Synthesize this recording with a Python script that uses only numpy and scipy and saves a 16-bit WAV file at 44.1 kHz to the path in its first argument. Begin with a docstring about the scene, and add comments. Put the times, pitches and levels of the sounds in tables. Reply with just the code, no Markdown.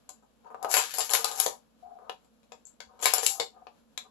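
"""A steel ball rolls and knocks about a plywood toy pinball table in a small quiet room.
Room tone, a wavering drone and a faint hum last throughout. From 0.1 s hard knocks burst as short noise and
ring damped modes of pegs and board; from 0.4 s the ball rumbles as wood grain excites resonances; from 0.7 s
flipper levers scrape by stick-slip; from 1.8 s a hand shakes the table with three low thumps.
Two unlike microphones hear it: a bright near one on the left, a dull farther one on the right."""
import sys
import numpy as np
from scipy import signal
from scipy.io import wavfile
from scipy.ndimage import uniform_filter1d

SR = 44100
rng = np.random.default_rng(int(sys.argv[2]) if len(sys.argv) > 2 else 0)


def generate_wav(signal):
    """Clip the signal to [-1, 1] and save it as 16-bit WAV at the path in sys.argv[1]."""
    frames = np.transpose(np.atleast_2d(signal))
    scaled = np.clip(frames, -1, 1) * 32767
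    pcm = np.round(scaled).astype(np.int16)
    wavfile.write(sys.argv[1], SR, pcm)


N = 180833

# vibration modes of the plywood box: mode_hz, relative_level_db, t60_s
BOARD_MODES = [(320, -20, .05), (475, 0, .07), (525, -4, .06), (590, -5, .06), (660, -7, .05),
               (750, 1, .07), (850, -6, .05), (940, -2, .06), (1040, -4, .05), (1210, -3, .06),
               (1490, -9, .04)]


def gain_of(db):
    """Amplitude ratio: 20 dB is a factor of ten."""
    return 10 ** (np.asarray(db) / 20)


def evened(x):
    """Normalisation: scales a signal to rms 1."""
    return x / np.sqrt(np.mean(x ** 2) + 1e-20)


def slow_drift(count, window):
    """Moving average: noise smoothed over a window of samples keeps only slow changes; rms 1."""
    return evened(uniform_filter1d(rng.standard_normal(count), window))


def read(points, hz):
    """Interpolation: reads a table on a log-frequency axis."""
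    table_hz, value = np.transpose(points)
    return np.interp(np.log(hz + 1), np.log(table_hz + 1), value)


def add(mix, start_s, sound):
    """Superposition: sums a sound into the mix from start_s, cutting what overruns its end."""
    part = mix[..., round(start_s * SR):][..., :sound.shape[-1]]
    part += sound[..., :part.shape[-1]]


def band(x, lo_hz, hi_hz):
    """Band-pass filtering: a Butterworth response keeps one range of frequencies."""
    return signal.sosfilt(signal.butter(3, [lo_hz, hi_hz], "band", fs=SR, output="sos"), x)


def resonate(x, hz, width_hz):
    """Resonance by heterodyne: shifts a steady or moving pitch to zero, smooths, shifts back; peak gain 1."""
    carrier = np.exp(2j * np.pi * np.cumsum(hz * np.ones(len(x))) / SR)
    pole = np.exp(-np.pi * width_hz / SR)
    smoothed = signal.lfilter([1 - pole], [1, -pole], x / carrier + 1e-18)
    return 2 * (carrier * smoothed).real


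def coloured(x, points):
    """Minimum-phase filtering: the log gain, read from (Hz, dB) points, fixes the phase of a causal filter."""
    log_gain = np.log(gain_of(read(points, abs(np.fft.fftfreq(8192, 1 / SR)))))
    phase = -signal.hilbert(log_gain).imag
    taps = np.fft.ifft(np.exp(log_gain + 1j * phase)).real[:4096]
    return signal.oaconvolve(x, taps)[:len(x)]


def ring(modes, t, centre_hz, octaves, spread_db):
    """Modal synthesis: sums damped sinusoids, favouring those near the pitch that the blow excites."""
    hz, db, t60 = np.transpose(modes)[:, :, None]
    place, detune = rng.standard_normal((2, len(modes), 1))
    favour_db = np.maximum(-6 * (np.log2(hz / centre_hz) / octaves) ** 2, -14) + spread_db * place
    decay = gain_of(db + favour_db - 60 * t / t60)
    tones = np.sin(2 * np.pi * hz * (1 + .012 * detune) * t)
    return (decay * tones).sum(0)


def echoes():
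    """Reverberation: a table-top reflection in a dense tail, unlike in each channel, dying band by band."""
    # reverberation time: band_hz, t60_s
    decay_times = [(400, .18), (1500, .165), (5000, .19), (12000, .17)]
    hz, t, spectrum = signal.stft(rng.standard_normal((2, SR // 3)), SR, nperseg=128)
    decay = gain_of(-60 * t / read(decay_times, hz)[:, None])
    tail = signal.istft(spectrum * decay, SR, nperseg=128)[1]
    # the tail fades in from 3 to 7 ms
    tail *= np.clip((np.arange(tail.shape[1]) / SR - .003) / .004, 0, 1)
    tail /= np.linalg.norm(tail, axis=1, keepdims=True)
    tail[:, round(.007 * SR)] += .3  # the table-top reflection
    return tail


def at_mics(x, far_db, wet_db):
    """Propagation: the farther microphone gets the direct sound later and weaker; echoes reach both."""
    far_lag_s, far_echo_db = .004, -7
    heard = gain_of(wet_db) * signal.fftconvolve(x[None], echoes(), axes=1)
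    heard[1] *= gain_of(far_echo_db)
    add(heard[0], 0, x)
    add(heard[1], far_lag_s, gain_of(far_db) * x)
    return heard


def room_tone():
    """Partial coherence: air noise in part shared by both microphones, with a drone and a faint hum."""
    # spectral density of the low air noise: band_hz, relative_level_db (per Hz)
    air_spectrum = [(20, -16), (60, -8), (120, -11.5), (170, -4), (230, -7.5), (300, -6), (360, -17),
                    (480, -7), (750, -17), (1200, -24.5), (2000, -26.5), (3000, -26.5), (6000, -44.5)]
    # wavering drone: centre_hz, width_hz (of each resonance), level_db (before balance), left_lead_rad
    drones = [(225, 35, -69.5, 0.69)]
    # levels before the left-right balance below
    air_db, air_hiss_db = -70.5, -72
    # steady hum of a distant appliance
    appliance_hz, appliance_db, left_lead_rad = 59, -74, 1.7

    common, *own = rng.standard_normal((3, N))
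    waver = gain_of(1.2 * slow_drift(N, 3000))
    low = np.array([evened(coloured(x + 0.48 * common, air_spectrum)) for x in own])
    broad = rng.standard_normal((2, N))
    out = waver * (gain_of(air_db) * low + gain_of(air_hiss_db) * broad)
    for hz, width_hz, db, lead_rad in drones:
        tone = resonate(resonate(rng.standard_normal(N), hz, width_hz), hz, width_hz)
        lag = np.exp([[0], [-1j * lead_rad]])
        out += gain_of(db) * (signal.hilbert(evened(tone)) * lag).real
    phase = 2 * np.pi * appliance_hz * np.arange(N) / SR - np.array([[0], [left_lead_rad]])
    out += gain_of(appliance_db) * np.sqrt(2) * np.sin(phase)
    return out * gain_of([[2.2], [-1.8]])  # left, right balance in dB


def knock(crack_db, board_db, tick_db, ting_db, board_hz, peg_hz):
    """Impact excitation: milliseconds of chatter between hard parts set pegs and board ringing."""
    # vibration modes of small pegs and plates: mode_hz, relative_level_db, t60_s
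    peg_modes = [(1700, -3, .04), (2250, 0, .025), (2550, 0, .03), (2900, -2, .025), (3200, -2, .025),
                 (3600, -3, .03), (4100, -7, .12), (4500, -2, .03), (5200, -3, .03)]
    tick_hz, tick_width_hz = 7248, 1300

    t = np.arange(SR // 5) / SR
    chatter = rng.standard_normal(len(t)) * t * np.exp(-t / 0.0013)
    snap = band(chatter, 1500, 5500)
    snap = snap + 1.2 * resonate(snap, peg_hz, 600)
    pegs = ring(peg_modes, t, peg_hz, octaves=.25, spread_db=2.5)
    crack = snap / abs(snap).max() + 0.32 * pegs / abs(pegs).max()

    board = band(ring(BOARD_MODES, t, board_hz, octaves=.9, spread_db=2.5), 400, 3000)
    # the whole box jumps a little
    jolt = t * np.exp(-t / 0.0012) * np.cos(2 * np.pi * 90 * t)
    tick = band(chatter, 6000, 9000)
    tick = tick + 4 * resonate(resonate(tick, tick_hz, tick_width_hz), tick_hz, tick_width_hz)
    ting = band(chatter, 9000, 17000)

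    sound = gain_of(crack_db) * crack
    for db, part in [(board_db, board), (board_db - 24.5, jolt), (tick_db, tick), (ting_db, ting)]:
        # levelled by the rms of its first 10 ms
        sound = sound + gain_of(db) * part / np.sqrt(np.mean(part[:SR // 100] ** 2))
    return sound


def roll(length_s, rumble_db, change_db, spot_hz, spot_share):
    """Rolling excitation: wood grain bumps the ball; the board answers, with a resonance at the ball's spot."""
    rise_s, fall_s = 0.026, .02
    pitch_wander = .025  # rms share of the spot's pitch

    t = np.arange(0, length_s, 1 / SR)
    ends = np.clip(np.minimum(t / rise_s, (length_s - t) / fall_s), 0, 1)
    bumps = rng.standard_normal(len(t)) * gain_of(4.5 * slow_drift(len(t), 500))
    response = ring(BOARD_MODES, np.arange(SR // 8) / SR, 800, octaves=1., spread_db=1.)
    box = band(signal.oaconvolve(bumps, response)[:len(t)], 410, 1800)

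    hz = spot_hz * (1 + pitch_wander * slow_drift(len(t), 1500))
    spot = bumps
    for _ in range(3):
        spot = resonate(spot, hz, 150)

    share = np.clip(spot_share, 0, 1)
    # squared weights sum to 1
    rumble = np.sqrt(1 - share ** 2) * evened(box) + share * evened(spot)
    return ends * gain_of(rumble_db + change_db * t / length_s) * rumble


def slide(build_s, fizz_db, rasp_db):
    """Stick-slip friction: wood on wood slips in dense uneven clicks, building up and dying away."""
    build_db, die_db_per_s, tail_s = 17.5, 222, 0.16
    slips_per_s, clump_db = 2200, 3.  # mean rate; rms level swing that gathers slips into clumps

    t = np.arange(-build_s, tail_s, 1 / SR)
    stroke = gain_of(np.where(t < 0, build_db * t / build_s, -die_db_per_s * t))
    slips = rng.standard_normal(len(t)) * (rng.random(len(t)) < slips_per_s / SR)
    slips *= gain_of(2.2 * rng.exponential(1, len(t)))
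    slips *= gain_of(clump_db * slow_drift(len(t), 250))
    rasp = evened(band(slips, 1300, 5600))
    fizz = evened(band(slips, 5600, 17000))
    return stroke * (gain_of(rasp_db) * rasp + gain_of(fizz_db) * fizz)


def thumps():
    """Impulsive low-frequency forcing: a hand's short pushes shake the table."""
    # pushes: start_s, level_db (before the left and right gains below), pitch_hz
    pushes = [(1.84, -66, 70), (2.35, -66, 60), (2.865, -60, 65)]
    peak_s = .012
    out, t = np.zeros((2, N)), np.arange(SR // 8) / SR
    for start_s, db, hz in pushes:
        envelope = t / peak_s * np.exp(1 - t / peak_s)
        push = np.sin(2 * np.pi * hz * t) * envelope
        add(out, start_s, gain_of(db) * push * np.array([[1.4], [.6]]))
    return out


def scene():
    """Superposition: sums the room, the table's sounds and their echoes at both microphones."""
    # all levels are those before the microphones' colour
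    # knocks and clacks: start_s, crack_db, board_ring_db, tick_db, ting_db, board_pitch_hz, peg_pitch_hz,
    # echo_db (rattle and echo share)
    knock_events = [(0.091, -37.5, -50.5, -39, -41.5, 1030, 4700, -2.5),
                    (0.2254, -74, -64.5, -75, -78, 670, 2700, 4),
                    (0.4456, -60, -57.5, -82, -78, 700, 2500, -3),
                    (0.4674, -60, -55.5, -79, -83, 920, 1700, 1.5),
                    (0.5035, -65, -48.5, -74, -67, 880, 1700, 0.5),
                    (0.5452, -51.5, -37, -68, -68, 920, 1700, -6),
                    (0.627, -31, -41.5, -45, -38, 724, 5340, -3.5),
                    (0.6462, -29, -26.5, -50, -42, 830, 2900, -6),
                    (0.7399, -6.5, -27.5, -22, -17, 775, 2320, -1),
                    (0.7668, -11.5, -28, -21, -20.5, 1230, 2150, 3.5),
                    (0.9387, -23, -46.5, -35.5, -30.5, 730, 5000, 2),
                    (0.9835, -20, -33, -29, -22, 830, 5300, 2),
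                    (1.0044, -16.5, -40, -29.5, -42, 915, 4800, 2.5),
                    (1.0933, -19.5, -45, -37, -36, 779, 3190, -7),
                    (1.1014, -32, -40.5, -28.5, -27, 810, 2840, -0.5),
                    (1.1087, -22, -47, -32.5, -24.5, 760, 5300, 3),
                    (1.1347, -9.5, -30.5, -24, -13, 780, 5220, 0),
                    (1.1489, -11.5, -35.5, -25.5, -20.5, 825, 2600, -2.5),
                    (1.2436, -11.5, -29.5, -25, -17, 870, 4330, -5),
                    (1.3134, -26, -41, -37, -33.5, 1000, 3680, 0),
                    (1.3996, -13, -36, -25, -11.5, 780, 4700, -4.5),
                    (1.462, -12, -24.5, -28, -26, 518, 4550, -4),
                    (1.9882, -63, -52, -84, -74.5, 720, 1760, -4),
                    (2.0954, -22, -33.5, -52, -51, 730, 2880, -6),
                    (2.2454, -60.5, -65.5, -70, -67.5, 470, 2290, -2),
                    (2.4303, -54.5, -67, -74, -70.5, 487, 2750, 0.5),
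                    (2.5196, -33, -44.5, -50, -58, 470, 2700, -3.5),
                    (2.6524, -66, -88.5, -46, -71, 470, 4170, -1),
                    (2.6683, -57, -74, -47, -57.5, 463, 3740, 0),
                    (2.803, -25.5, -47.5, -46, -53.5, 756, 4030, -3.5),
                    (2.9915, -44, -54.5, -58, -62.5, 905, 2290, 7),
                    (3.025, -23.5, -38.5, -28.5, -39, 760, 3070, 4),
                    (3.056, -4.5, -24, -19, -14, 880, 2240, -2),
                    (3.1358, -13.5, -26.5, -19.5, -9.5, 770, 5300, -3.5),
                    (3.181, -19.5, -34, -24, -25, 750, 4800, -3),
                    (3.2308, -20.5, -32.5, -34.5, -30, 496, 5200, -3),
                    (3.263, -9, -40, -16, -13.5, 750, 4430, -3.5),
                    (3.3985, -12, -28.5, -29, -33.5, 500, 4260, -1.5),
                    (3.6685, -37.5, -44, -80.5, -80.5, 760, 2780, -5.5),
                    (3.9759, -17.5, -48.5, -35, -40, 798, 3880, -6.5)]
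    # ball rolling on the board: start_s, length_s, rumble_db (at the start), change_db (over the run),
    # spot_pitch_hz (resonance under the ball), spot_share (0 to 1)
    roll_events = [(0.422, 0.12, -59, 10, 930, 0.63), (0.562, 0.17, -48.5, 12.5, 740, 0.79),
                   (0.771, 0.15, -41, -20, 850, 0.1), (0.95, 0.15, -50.5, -2.5, 860, 0.8),
                   (1.095, 0.31, -38, -8.5, 800, 0.6), (1.363, 0.2, -41.5, -12, 760, .5),
                   (1.822, 0.26, -48.5, -4.5, 721, 0.99), (1.972, .13, -58, 3.5, 910, 0.2),
                   (2.856, 0.49, -62.5, 2, 830, 0.2), (3.069, 0.35, -52, 2, 750, 0.91),
                   (3.518, .15, -54, -8, 730, 0.69), (4.036, 0.051, -55.5, -5.5, 850, 0.13)]
    # flipper levers sliding in their guides: loudest_s, build_s, fizz_db, rasp_db (both at the loudest)
    slide_events = [(0.73, 0.044, -18.5, -33), (0.781, .02, -25, -26), (0.82, 0.034, -33.5, -46),
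                    (0.90, 0.038, -35, -40.5), (0.964, 0.022, -27, -41), (1.04, .03, -31.5, -44),
                    (1.125, 0.017, -31, -49), (1.175, 0.024, -27, -34.5), (1.261, 0.018, -31, -38),
                    (1.389, .06, -27, -40), (1.415, .012, -25, -39), (3.045, 0.033, -21.5, -32.5),
                    (3.074, 0.016, -35, -28.5), (3.155, .015, -34, -32), (3.245, 0.061, -24, -39.5),
                    (3.29, 0.029, -23.5, -51)]

    mix = room_tone() + thumps()
    for start_s, *blow, echo_db in knock_events:
        add(mix, start_s, at_mics(knock(*blow), far_db=-12.0, wet_db=echo_db))
    for start_s, *run in roll_events:
        add(mix, start_s, at_mics(roll(*run), far_db=-12.2, wet_db=-3.5))
    for loudest_s, build_s, *levels in slide_events:
        sound = slide(build_s, *levels)
        add(mix, loudest_s - build_s, at_mics(sound, far_db=-12.6, wet_db=-1.5))
    return mix


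def record(dry):
    """Transduction: each microphone's frequency response colours the sound; hiss and a band limit follow."""
    # cancellation of a narrow band by the table top's reflection: band_hz, level_db
    table_dip = [(1500, 0.5), (1800, -1), (2000, -10), (2200, -0.5)]
    # response of the near, left microphone: band_hz, level_db
    near_response = [(100, -8.5), (1000, 3), (5500, -2), (6500, -1), (7500, 2.5), (8300, -10.5),
                     (9000, -16), (9800, -10), (10900, 2), (11800, -1), (12600, -14.5), (14000, -44.5),
                     (16000, -51)]
    # response of the far, right microphone: band_hz, level_db
    far_response = [(100, 0.5), (600, 2.5), (1200, 7.5), (2500, -4), (3800, 4), (5000, -0.5), (6200, -6.5),
                    (7500, -23), (9000, -20), (10900, -8.5), (11800, -7), (12600, -24), (14000, -38),
                    (16000, -68.5)]
    hiss_db, edge_hz = -87, 16600  # hiss level before its band-pass; upper band limit

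    near = coloured(coloured(dry[0], table_dip), near_response)
    far = coloured(dry[1], far_response)
    hiss = band(rng.standard_normal(dry.shape), 3000, 14500)
    mics = np.array([near, far]) + gain_of(hiss_db) * hiss
    low_pass = signal.firwin(511, edge_hz, window=("kaiser", 9), fs=SR)
    return signal.oaconvolve(mics, low_pass[None], "same")


dry = scene()
out = record(dry)
generate_wav(out)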